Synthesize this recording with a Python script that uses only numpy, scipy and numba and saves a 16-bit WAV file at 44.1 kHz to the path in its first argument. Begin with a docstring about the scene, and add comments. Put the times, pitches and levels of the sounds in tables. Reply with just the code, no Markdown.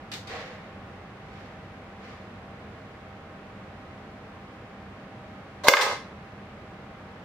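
"""Ventilation hums throughout in a small bare room. Early on come far ticks and a shuffle that bumps
something hollow, then two fainter scuffs. At 5.6 s a small weight tips the treadle of a plastic tunnel
trap: the latch slips, and the door slams, rebounds and rattles. Every blow rings the same shell and
fills the room. The microphones overload on the slam; the gain control ducks and recovers."""
import sys
import numpy as np
from scipy import signal
from scipy.fft import rfft, irfft
from scipy.io import wavfile
from scipy.ndimage import uniform_filter1d
from numba import njit

SR = 44100
rng = np.random.default_rng(int(sys.argv[2]) if len(sys.argv) > 2 else 0)


def dump(signal):
    """Clip the signal to [-1, 1] and save it as 16-bit WAV at the path in sys.argv[1]."""
    limited = np.clip(np.atleast_2d(signal).T, -1, 1)
    pcm = np.round(limited * 32767).astype(np.int16)
    wavfile.write(sys.argv[1], SR, pcm)


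N = 319284
T = np.arange(N) / SR
RING_T = T[:int(.7 * SR)]


def undb(db):
    """Decibels to gain."""
    return 10 ** (np.asarray(db) / 20)


def fade(t60_s):
    """Exponential ring-down."""
    return np.exp(-np.log(1000) * RING_T / t60_s)


def unit_energy(x):
    """Scale to a mean energy of 1 per channel."""
    return x / np.sqrt(np.sum(x ** 2) / len(np.atleast_2d(x)))


def on_log_axis(hz, points):
    """Interpolate (freq_hz, value) points over log frequency."""
    freq_hz, value = np.transpose(points)
    return np.interp(np.log(hz + 1e-9), np.log(freq_hz), value)


def drift(rate_hz):
    """Smooth random drift, spread near 1."""
    knots = np.arange(0, T[-1] + 1, 1 / rate_hz)
    return np.interp(T, knots, rng.standard_normal(len(knots)))


def convolve(x, response):
    """Apply a response, keeping the length."""
    return signal.fftconvolve(x, np.atleast_2d(response), axes=1)[:, :x.shape[1]]


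def add(out, start_s, x):
    """Mix x into out."""
    i = int(start_s * SR)
    out[:, i:i + x.shape[1]] += x[:, :N - i]


# Diffuse field at two close microphones: freq_hz, side_minus_mid_db
STEREO_WIDTH = [(60, -31), (110, -34.5), (200, -21.5), (380, -16.5), (700, -8), (1290, -5.5), (2380, 0),
                (4400, 0.5), (8120, 2), (15000, -3)]

def noise(colour, size, width_db=0):
    """Coloured stereo noise, rms 1: channels alike in the bass, unrelated in the treble."""
    hz = np.fft.rfftfreq(size, 1 / SR)
    mid, side = rfft(rng.standard_normal((2, size)))
    width = undb(on_log_axis(hz, STEREO_WIDTH) + width_db)
    pair = np.array([mid + width * side, mid - width * side]) / np.sqrt(1 + width ** 2)
    x = irfft(pair * undb(on_log_axis(hz, colour)), size)
    return x / x.std()


# Airflow spectrum: freq_hz, relative_db
AIR_COLOUR = [(15, -40.5), (25, -22.5), (91, -3), (169, -5), (198, -3), (221, -5.5), (378, -11),
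              (421, -9.5), (684, -11), (762, -12.5), (826, -13.5), (1200, -14), (2170, -18.5),
              (13200, -55.5), (15500, -57.5)]
# Motor and fan tones: pitch_hz, rms_db
FAN_TONES = [(49, -65.5), (81, -62), (99, -59), (199.2, -55), (626, -62), (784, -58), (1093, -67),
             (1249, -67)]

def ventilation(air_db=-44.5, flutter_db=0.3, waver_db=1.5, wander_rad=1.2):
    """Steady air noise with wavering motor and fan tones."""
    out = noise(AIR_COLOUR, N) * undb(air_db + flutter_db * drift(rate_hz=5.3))
    for pitch_hz, rms_db in FAN_TONES:
        phase = 2 * np.pi * pitch_hz * T + wander_rad * drift(rate_hz=14)
        out += np.sqrt(2) * undb(rms_db + waver_db * drift(rate_hz=9.9)) * np.sin(phase)
    return out


# Far contacts: start_s, level_db, t60_s, ring_hz, ring_vs_scratch_db
TICKS = [(0.1164, -35.5, 0.28, 2690, -21), (.136, -34.5, 0.16, 13200, -31), (0.272, -44.5, 0.28, 4700, -7)]
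# Scratch spectrum: freq_hz, relative_db
TICK_COLOUR = [(300, -30), (1300, -4.5), (2500, -2.5), (4200, -1.5), (6000, -11), (8500, -16.5),
               (11500, -29), (13200, -27), (15500, -38)]

def far_ticks(room_db=-4):
    """Small scratchy contacts, each with a brief ring, blurred by the room."""
    out = np.zeros((2, N))
    for start_s, level_db, t60_s, ring_hz, ring_vs_scratch_db in TICKS:
        scratch = noise(TICK_COLOUR, len(RING_T))
        ring = undb(ring_vs_scratch_db) * np.sin(2 * np.pi * ring_hz * RING_T)
        add(out, start_s, undb(level_db) * (scratch + ring) * fade(t60_s))
    return out + undb(room_db) * room(out)


# Reverberation bands: centre_hz, level_db, t60_s
ROOM_BANDS = [(150, -16, 0.31), (500, 4.5, 0.31), (1100, -3, 0.36), (2227, -3, 0.36), (4500, -0.5, 0.35),
              (7000, 2, 0.31), (10040, -5, 0.37), (15000, 7, .22)]

def room(x, gap_s=0.00063, build_s=0.0014):
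    """Dense reflections build after a short gap; the top band dies soonest."""
    hz = np.fft.rfftfreq(len(RING_T), 1 / SR)
    centres_hz = [row[0] for row in ROOM_BANDS]
    white = noise([(f, 0) for f in centres_hz], len(RING_T), width_db=-1.5)
    spectrum = rfft(unit_energy(white))
    response = 0
    for (_, level_db, t60_s), weights in zip(ROOM_BANDS, np.eye(len(ROOM_BANDS))):
        band_gain = on_log_axis(hz, list(zip(centres_hz, weights)))
        band = irfft(spectrum * band_gain, len(RING_T))
        response += undb(level_db) * band * unit_energy(fade(t60_s)) * np.sqrt(len(RING_T))
    onset = 1 - np.exp(-np.maximum(RING_T - gap_s, 0) / build_s)
    return convolve(x, response * onset)


def strokes(rows, t60_s):
    """Envelope of strokes: each rises, holds and dies away."""
    gain = 0
    for start_s, level_db, rise_s, hold_s in rows:
        attack = np.clip((T - start_s) / rise_s, 0, 1)
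        since_hold_s = np.maximum(T - start_s - rise_s - hold_s, 0)
        gain += undb(level_db) * attack * np.exp(-np.log(1000) * since_hold_s / t60_s)
    return gain


# Scuffs across the room: start_s, level_db, rise_s, hold_s
SCUFFS = [(.266, -37.5, 0.051, 0.069), (1.22, -53.5, 0.16, 0.079), (1.98, -50, 0.07, 0.066)]
# Rubbing spectrum: freq_hz, relative_db
SCUFF_COLOUR = [(200, -6), (410, -6), (490, 12), (620, -2.5), (754, 4), (900, -2), (1400, -1), (2000, 2.5),
                (2800, -4), (4500, -8), (7000, -19), (8800, -30.5), (15000, -42)]

def shuffle(uneven_db=1.1, wash_db=-9, wash_top_hz=2500):
    """Soft, uneven scuffs over a faint, dull wash of room noise that fades slowly."""
    rub = noise(SCUFF_COLOUR, N) * strokes(SCUFFS, t60_s=0.76)
    rub *= undb(uneven_db * drift(rate_hz=44))
    lowpass = signal.butter(2, wash_top_hz, fs=SR, output="sos")
    wash = signal.sosfilt(lowpass, noise(SCUFF_COLOUR, N))
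    return rub + undb(wash_db) * wash * strokes(SCUFFS, t60_s=3.3)


def knock(modes, start_s, push_s):
    """Damped modes that build up under a soft push."""
    ring = sum(undb(db) * np.sin(2 * np.pi * hz * RING_T) * fade(t60_s) for hz, db, t60_s in modes)
    onset = 1 - np.exp(-RING_T / push_s)
    out = np.zeros((2, N))
    add(out, start_s, np.atleast_2d(ring * onset))
    return out


# Hollow body modes: pitch_hz, level_db, t60_s
BUMP_MODES = [(479.6, -41, 0.88), (527, -43, 0.41), (620, -42, 0.61), (747, -39.5, 0.54), (1102, -46, 0.89),
              (1270, -54, 0.87)]

def bump():
    """A hollow body rings, nudged during the first scuff."""
    return knock(BUMP_MODES, start_s=.306, push_s=.02)


# Latch slips: start_s, level_db, rise_s, hold_s
SLIPS = [(5.635, -36.5, 0.01, .003), (5.667, -25, 0.011, .001)]
# Scrape spectrum: freq_hz, relative_db
LATCH_COLOUR = [(200, -50), (1500, -31), (3400, -6.5), (4050, -1), (4700, -7.5), (7500, -18.5),
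                (11000, -24.5), (13500, -21.5), (16000, -33.5)]

def latch():
    """The latch scrapes twice on its catch, the second time right off it."""
    return noise(LATCH_COLOUR, N, width_db=-1.0) * strokes(SLIPS, t60_s=0.0693)


# Treadle modes: pitch_hz, level_db, t60_s
TREADLE_MODES = [(491, -40.5, .09), (589, -19.5, .11), (735, -28.5, 0.15)]

def treadle():
    """The treadle knocks as it tips under the weight."""
    return knock(TREADLE_MODES, start_s=5.643, push_s=0.0024)


# Dense plastic modes, bunched near 1.1 and 1.6 kHz: freq_hz, relative_db
CRACK_COLOUR = [(100, -22), (380, 1), (580, 0.5), (830, -5.5), (1060, 11), (1390, -3.5), (1620, 8),
                (1850, 4), (2100, 1.5), (2550, 3), (3200, 0), (4500, 0), (7000, -5), (9000, -9),
                (11000, -16), (14000, -11.5), (16000, -20.5)]

def crack(level_db=-7.0, t60_s=0.019):
    """Dry crack of one touch: dense modes that die at once."""
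    return undb(level_db) * noise(CRACK_COLOUR, len(RING_T), width_db=-4.5) * fade(t60_s)


# Shell and door modes: pitch_hz, level_db, t60_s
SHELL_MODES = [(319, -20, 0.07), (460, -17, 0.07), (536, -13, 0.12), (576, -9.5, 0.1), (678, -18, 0.09),
               (1005, -6.5, 0.045), (1063, -7, 0.07), (1078, -14, 0.36), (1136, -1.5, 0.045),
               (1250, -7.5, .09), (1557, -3, 0.025), (1616, -2, 0.05), (2060, -2, 0.031),
               (2090, -0.5, 0.041), (2440, -21, .09), (2967, -9, 0.0299), (3490, -18.5, 0.36),
               (4000, -11.5, 0.091), (4360, -8, .035), (4390, -21.5, 0.048), (5700, -28.5, 0.26),
               (5800, -10.5, .03), (6510, -33.5, 0.2)]

def shell_ring(ring_db=-10.5, spread_hz=8000, scatter_db=0.9, detune=.004):
    """Modes start in step, then beat: a clack and a ring. The door's seating shifts them each blow."""
    ring = 0
    for pitch_hz, level_db, t60_s in SHELL_MODES:
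        strength, skew, shift = rng.standard_normal(3)
        # short waves reach the two microphones out of step
        phase = np.array([[1], [-1]]) * skew * pitch_hz / spread_hz / 2
        wave = np.sin(2 * np.pi * pitch_hz * (1 + detune * shift) * RING_T + phase)
        ring += undb(level_db + scatter_db * strength) * wave * fade(t60_s)
    return undb(ring_db) * ring


def whiten(burst, width_hz=400):
    """Flatten a burst's broad spectral peaks and dips, keeping its shape in time."""
    size = 2 * len(RING_T)
    spectrum = rfft(burst, size)
    power = uniform_filter1d(np.abs(spectrum) ** 2, int(width_hz * size / SR))
    return irfft(spectrum / np.sqrt(np.abs(power) + 1e-12))[:len(RING_T)]


def contact(decay_s, chatter_db, rate_hz=1500):
    """Force of one impact and a dying flurry of tiny re-contacts."""
    touches = (rng.random(len(RING_T)) < rate_hz / SR) * rng.standard_normal(len(RING_T))
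    force = undb(chatter_db) * unit_energy(touches * np.exp(-RING_T / decay_s) + 1e-18)
    force[0] += 1
    return unit_energy(whiten(force))


def blow(level_db, bright_hz, bass_cut_hz, chatter_db, crack_db,
         chatter_s=.0095, halving_db=11.5, rock_s=.002, rock_db=-1.5, bright_kept=0.77):
    """A part rings the shell and rocks to rest in three touches, each weaker and duller."""
    decay_s = chatter_s * 2 ** (-level_db / halving_db)  # hard blows seat sooner
    # small parts radiate little bass, soft contacts little treble
    radiation = signal.butter(4, bass_cut_hz, "high", fs=SR, output="sos")
    out = np.zeros((2, 2 * len(RING_T)))
    for k in range(3):
        softness = signal.butter(2, bright_hz * bright_kept ** k, fs=SR, output="sos")
        response = undb(crack_db) * crack() + (shell_ring() if k == 0 else 0)
        touch = convolve(response, contact(decay_s, chatter_db))
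        touch = signal.sosfilt(np.vstack([softness, radiation]), touch)
        add(out, k * rock_s, undb(level_db + k * rock_db) * touch)
    return out


# Blows on the shell: start_s, level_db, bright_hz, bass_cut_hz, chatter_db, crack_db, send_db
BLOWS = [(5.637, -28, 8050, 410, 5.5, 5, 11), (5.648, -14, 1100, 450, 16, -4, -2),
         (5.670, -12.5, 1780, 420, 4, 1, -3), (5.6838, 18, 14500, 337, -7, 1, -2.5),
         (5.7366, 14.5, 2500, 900, -22, 0, -7), (5.7685, -1.5, 4000, 596, -17, 7.5, 4.5),
         (5.790, -4, 2200, 430, 7, -2, 2), (5.8100, -8, 11000, 450, 5, 10, -0.5),
         (5.836, -8.5, 5500, 415, -2, -11, 1), (5.865, -6, 900, 398, -26, 1, -4),
         (5.891, -14.5, 1510, 420, -1, -13, -3), (5.913, -15, 1500, 500, -19, -6, -6)]

def trap(room_db=-2):
    """Latch, treadle, slam and rebounds; each blow sends its own share into the room."""
    direct = latch() + treadle()
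    to_room = direct.copy()
    for start_s, level_db, bright_hz, bass_cut_hz, chatter_db, crack_db, send_db in BLOWS:
        hit = blow(level_db, bright_hz, bass_cut_hz, chatter_db, crack_db)
        add(direct, start_s, hit)
        add(to_room, start_s, undb(send_db) * hit)
    return direct + undb(room_db) * room(to_room)


def scene():
    """Everything in the room."""
    return ventilation() + far_ticks() + shuffle() + bump() + trap()


@njit
def follow(x, attack_s, release_s):
    """Envelope with separate rise and fall time constants."""
    out, level = np.empty(len(x)), 0.
    for i in range(len(x)):
        level += (x[i] - level) / (SR * (attack_s if x[i] > level else release_s))
        out[i] = level
    return out


def record(dry, threshold_db=-6.5, attack_s=0.0018, release_s=0.084,
           balance_db=-0.82, ceiling=.95, top_hz=15600):
    """Gain control too slow for the slam, which saturates the input stage; then the top is cut."""
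    x = dry * undb(np.array([[balance_db], [-balance_db]]) / 2)
    envelope = follow(np.abs(x).max(axis=0), attack_s, release_s)
    ducked = x / np.maximum(envelope / undb(threshold_db), 1)
    saturated = ducked / (1 + (ducked / ceiling) ** 8) ** (1 / 8)
    lowpass = signal.ellip(8, .2, 70, top_hz, fs=SR, output="sos")
    return signal.sosfilt(lowpass, saturated)


dry = scene()
out = record(dry)
dump(out)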